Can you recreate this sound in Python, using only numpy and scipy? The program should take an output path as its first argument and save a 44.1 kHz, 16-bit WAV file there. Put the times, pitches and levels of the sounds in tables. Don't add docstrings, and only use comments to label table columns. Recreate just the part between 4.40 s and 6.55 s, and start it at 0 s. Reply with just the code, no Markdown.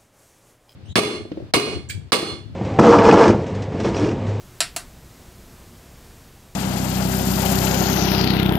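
import sys
import numpy as np
from scipy import signal
from scipy.fft import rfft, irfft, next_fast_len
from scipy.io import wavfile
from scipy.ndimage import map_coordinates

SR = 44100
rng = np.random.default_rng(int(sys.argv[2]) if len(sys.argv) > 2 else 0)


def invert_db(level):
    return 10 ** (np.asarray(level, dtype=float) / 20)


def wav_out(sig):
    wavfile.write(sys.argv[1], SR, np.round(np.clip(np.atleast_2d(sig).T, -1, 1) * 32767).astype(np.int16))


N = 94815

# frequency in Hz, density in dB per Hz.
RUMBLE_SPECTRUM = [(12, -67), (20, 1.5), (107, -4), (147, -5), (195, -6.5), (380, -13), (700, -17.5),
                   (910, -49), (1540, -120)]
HISS_SPECTRUM = [(410, -32), (750, -1.5), (1670, -6), (3000, -9), (7440, -10), (10400, -13.5), (13500, -14),
                 (16000, -15.5)]
# frequency in Hz, density in dB per Hz.
SIDE_SPECTRUM = [(20, -6), (300, -1), (900, -7), (3000, -12), (6000, -20), (16000, -27)]
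# frequency in Hz, level in dB rms.
WHINES = [
    (59.2, -55.5),
    (120, -60.5),
    (360.7, -65.5),
    (12252, -69),
]
# frequency in Hz, T60 in seconds.
ROOM_T60 = [(400, 0.14), (1000, 0.27), (2800, 0.24), (7300, 0.19), (12000, 0.16), (16000, 0.14)]
# delay in seconds, level in dB.
EARLY_ECHOES = [(.0032, -11), (.0044, -9), (.0059, -12), (.0085, -9), (.0105, -11), (.0203, -17)]
# frequency in Hz, level in dB.
DOWN_SPREAD = [(700, -15), (1500, -4.5), (4500, -1), (5700, -2), (6400, -13), (7200, -1.5), (10600, -4),
               (13000, -23)]
UP_SPREAD = [(500, -18), (1100, -3), (3400, -10.5), (4300, -4.5), (6200, -7), (8000, -2.5), (11300, -6.5),
             (11900, -15)]
# frequency in Hz, down-stroke level in dB, return level in dB, T60 in seconds.
HOUSING_MODES = [(299, -35.5, -27, 0.13), (591, -26, -24, .07), (667, -24.5, -20.5, .12),
                 (719, -29.5, -21, .18), (997, -35, -28, .08), (1323, -25, -28, .16),
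                 (1560, -26, -25.5, .14), (1872, -29, -34, 0.21), (2350, -29, -31, 0.043),
                 (2735, -28.5, -22, 0.14), (4074, -22.5, -26, 0.11), (4780, -23, -33, 0.1),
                 (7340, -20, -21, .07)]
# frequency in Hz, bandwidth in Hz, level in dB.
DOWN_PEAKS = [(650, 260, -20), (1500, 600, -15), (2740, 400, -6), (4050, 500, 1), (5300, 600, -10),
              (7250, 450, 5), (8800, 800, -10), (10100, 750, -3), (12800, 1500, -13)]
UP_PEAKS = [(800, 600, -4), (1500, 700, -12), (2750, 500, -11), (4110, 520, 0), (5430, 500, -9),
            (6900, 700, -6), (8900, 600, 3), (10600, 900, -7), (14000, 3000, -6)]
# delay in seconds, level in dB.
DOWN_CONTACTS = [
    (0, -18),
    (.0001, 0),
]
UP_CONTACTS = [
    (0, -4),
    (.0004, -2),
]
# treble corner in Hz, down stroke then return.
CONTACT_HZ = [8900, 14000]
# start in seconds, peak level in dB.
STROKES = [
    (.2045, -2),
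    (.3631, -14),
]

RUMBLE_DB, HISS_DB, WHINE_SWAY_DB = -47, -52, 1.5
ROOM_DB = (5.5, 6.5)
ROOM_BUILD_S, NEAR_DB, NEAR_T60_SHARE = 0.00058, 3, 0.48
HOUSING_BUILD_S = 0.00074
SIDE_DB, SNAP_SIDE_DB = -32, -59
FADE_FROM_S, FADE_LENGTH_S = 1.79, 1.3
TOP_HZ, ABOVE_TOP_DB = 15750, -50


def unit(x):
    return x / np.sqrt(np.mean(x ** 2) + 1e-20)


def along(points, hz):
    point_hz, value = np.transpose(points)
    return np.interp(np.log(hz + 1), np.log(point_hz + 1), value)


def filtered(x, response):
    size = next_fast_len(len(x) + 8192)
    spectrum = rfft(x, size) * response(np.fft.rfftfreq(size, 1 / SR))
    return irfft(spectrum, size)[:len(x)]


def wobble(rate_hz):
    knots = rng.standard_normal(int(N * rate_hz / SR) + 4)
    return map_coordinates(knots, [np.arange(N) * rate_hz / SR])


def noise(spectrum):
    return unit(filtered(rng.standard_normal(N), lambda hz: invert_db(along(spectrum, hz))))


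def whine(hz, db):
    t = np.arange(N) / SR
    level = np.sqrt(2) * invert_db(db + WHINE_SWAY_DB * wobble(8.63))
    return level * np.sin(2 * np.pi * hz * t + 1.7 * wobble(6.96))


def background():
    rumble = invert_db(RUMBLE_DB + 0.58 * wobble(2.75)) * noise(RUMBLE_SPECTRUM)
    whines = sum(whine(hz, db) for hz, db in WHINES)
    hiss = invert_db(HISS_DB + 0.37 * wobble(8.5)) * noise(HISS_SPECTRUM)
    return rumble + hiss + whines


def echoes(rows):
    return lambda hz: sum(invert_db(db) * np.exp(-2j * np.pi * hz * s) for s, db in rows)


def room_tail(spread):
    hz, t, z = signal.stft(rng.standard_normal(SR // 2), SR, nperseg=128)
    wash_db = -60 * t / along(ROOM_T60, hz)[:, None]
    near_db = NEAR_DB + wash_db / NEAR_T60_SHARE
    decay = np.hypot(invert_db(wash_db), invert_db(near_db))
    colour = invert_db(along(spread, hz)[:, None])
    tail = signal.istft(z * colour * decay, SR, nperseg=128)[1][:SR // 2]
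    tail = tail * (1 - np.exp(-(np.arange(len(tail)) / SR / ROOM_BUILD_S) ** 2))
    return tail / np.linalg.norm(tail)


def housing_ring(t, modes_db):
    ring = np.zeros(len(t))
    for (hz, _, _, t60_s), db in zip(HOUSING_MODES, modes_db):
        ring += invert_db(db - 60 * t / t60_s) * np.sin(2 * np.pi * (hz * t + rng.random()))
    return ring * (1 - np.exp(-t / HOUSING_BUILD_S))


def switch_body(peaks):
    def response(f):
        total = 0
        for k, (hz, width_hz, db) in enumerate(peaks):
            damping = 1j * f * width_hz
            total = total + (-1) ** k * invert_db(db) * damping / (hz * hz - f * f + damping)
        return total
    return response


def crack(t, peaks, contacts, contact_hz):
    impulse = 1. * (t == 0)
    blows = filtered(impulse, lambda f: echoes(contacts)(f) / (1 + 1j * f / contact_hz) ** 2)
    direct = -filtered(blows, switch_body(peaks))
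    return direct / np.abs(direct).max()


def snap(peaks, contacts, modes_db, spread, room_db, contact_hz):
    t = np.arange(SR // 2) / SR
    direct = crack(t, peaks, contacts, contact_hz)
    ring = housing_ring(t, modes_db)
    walls = filtered(direct, echoes([(s + rng.normal(0, .0001), db) for s, db in EARLY_ECHOES]))
    room = invert_db(room_db) * np.linalg.norm(direct) * room_tail(spread)
    return direct + walls + room + ring


def switch():
    out = np.zeros(N + SR)
    _, down_db, up_db, _ = np.transpose(HOUSING_MODES)
    down = snap(DOWN_PEAKS, DOWN_CONTACTS, down_db, DOWN_SPREAD, ROOM_DB[0], CONTACT_HZ[0])
    up = snap(UP_PEAKS, UP_CONTACTS, up_db, UP_SPREAD, ROOM_DB[1], CONTACT_HZ[1])
    for (start_s, db), stroke in zip(STROKES, (down, up)):
        out[round(start_s * SR):][:SR // 2] += invert_db(db) * stroke
    return out[:N]


def scene():
    clicks = switch()
    mid = clicks + background()
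    side = invert_db(RUMBLE_DB + SIDE_DB) * noise(SIDE_SPECTRUM)
    side = side + invert_db(SNAP_SIDE_DB) * clicks * rng.standard_normal(N)
    return np.array([mid + side, mid - side])


def top_cut(x):
    return signal.sosfilt(signal.butter(12, 16640, fs=SR, output="sos"), x)


def record(dry):
    fade = np.clip(1 - (np.arange(N) / SR - FADE_FROM_S) / FADE_LENGTH_S, 0, 1)
    limited = np.array([filtered(x, lambda hz: np.where(hz < TOP_HZ, 1, invert_db(ABOVE_TOP_DB))) for x in dry])
    return top_cut(limited * fade)


dry = scene()
out = record(dry)
wav_out(out)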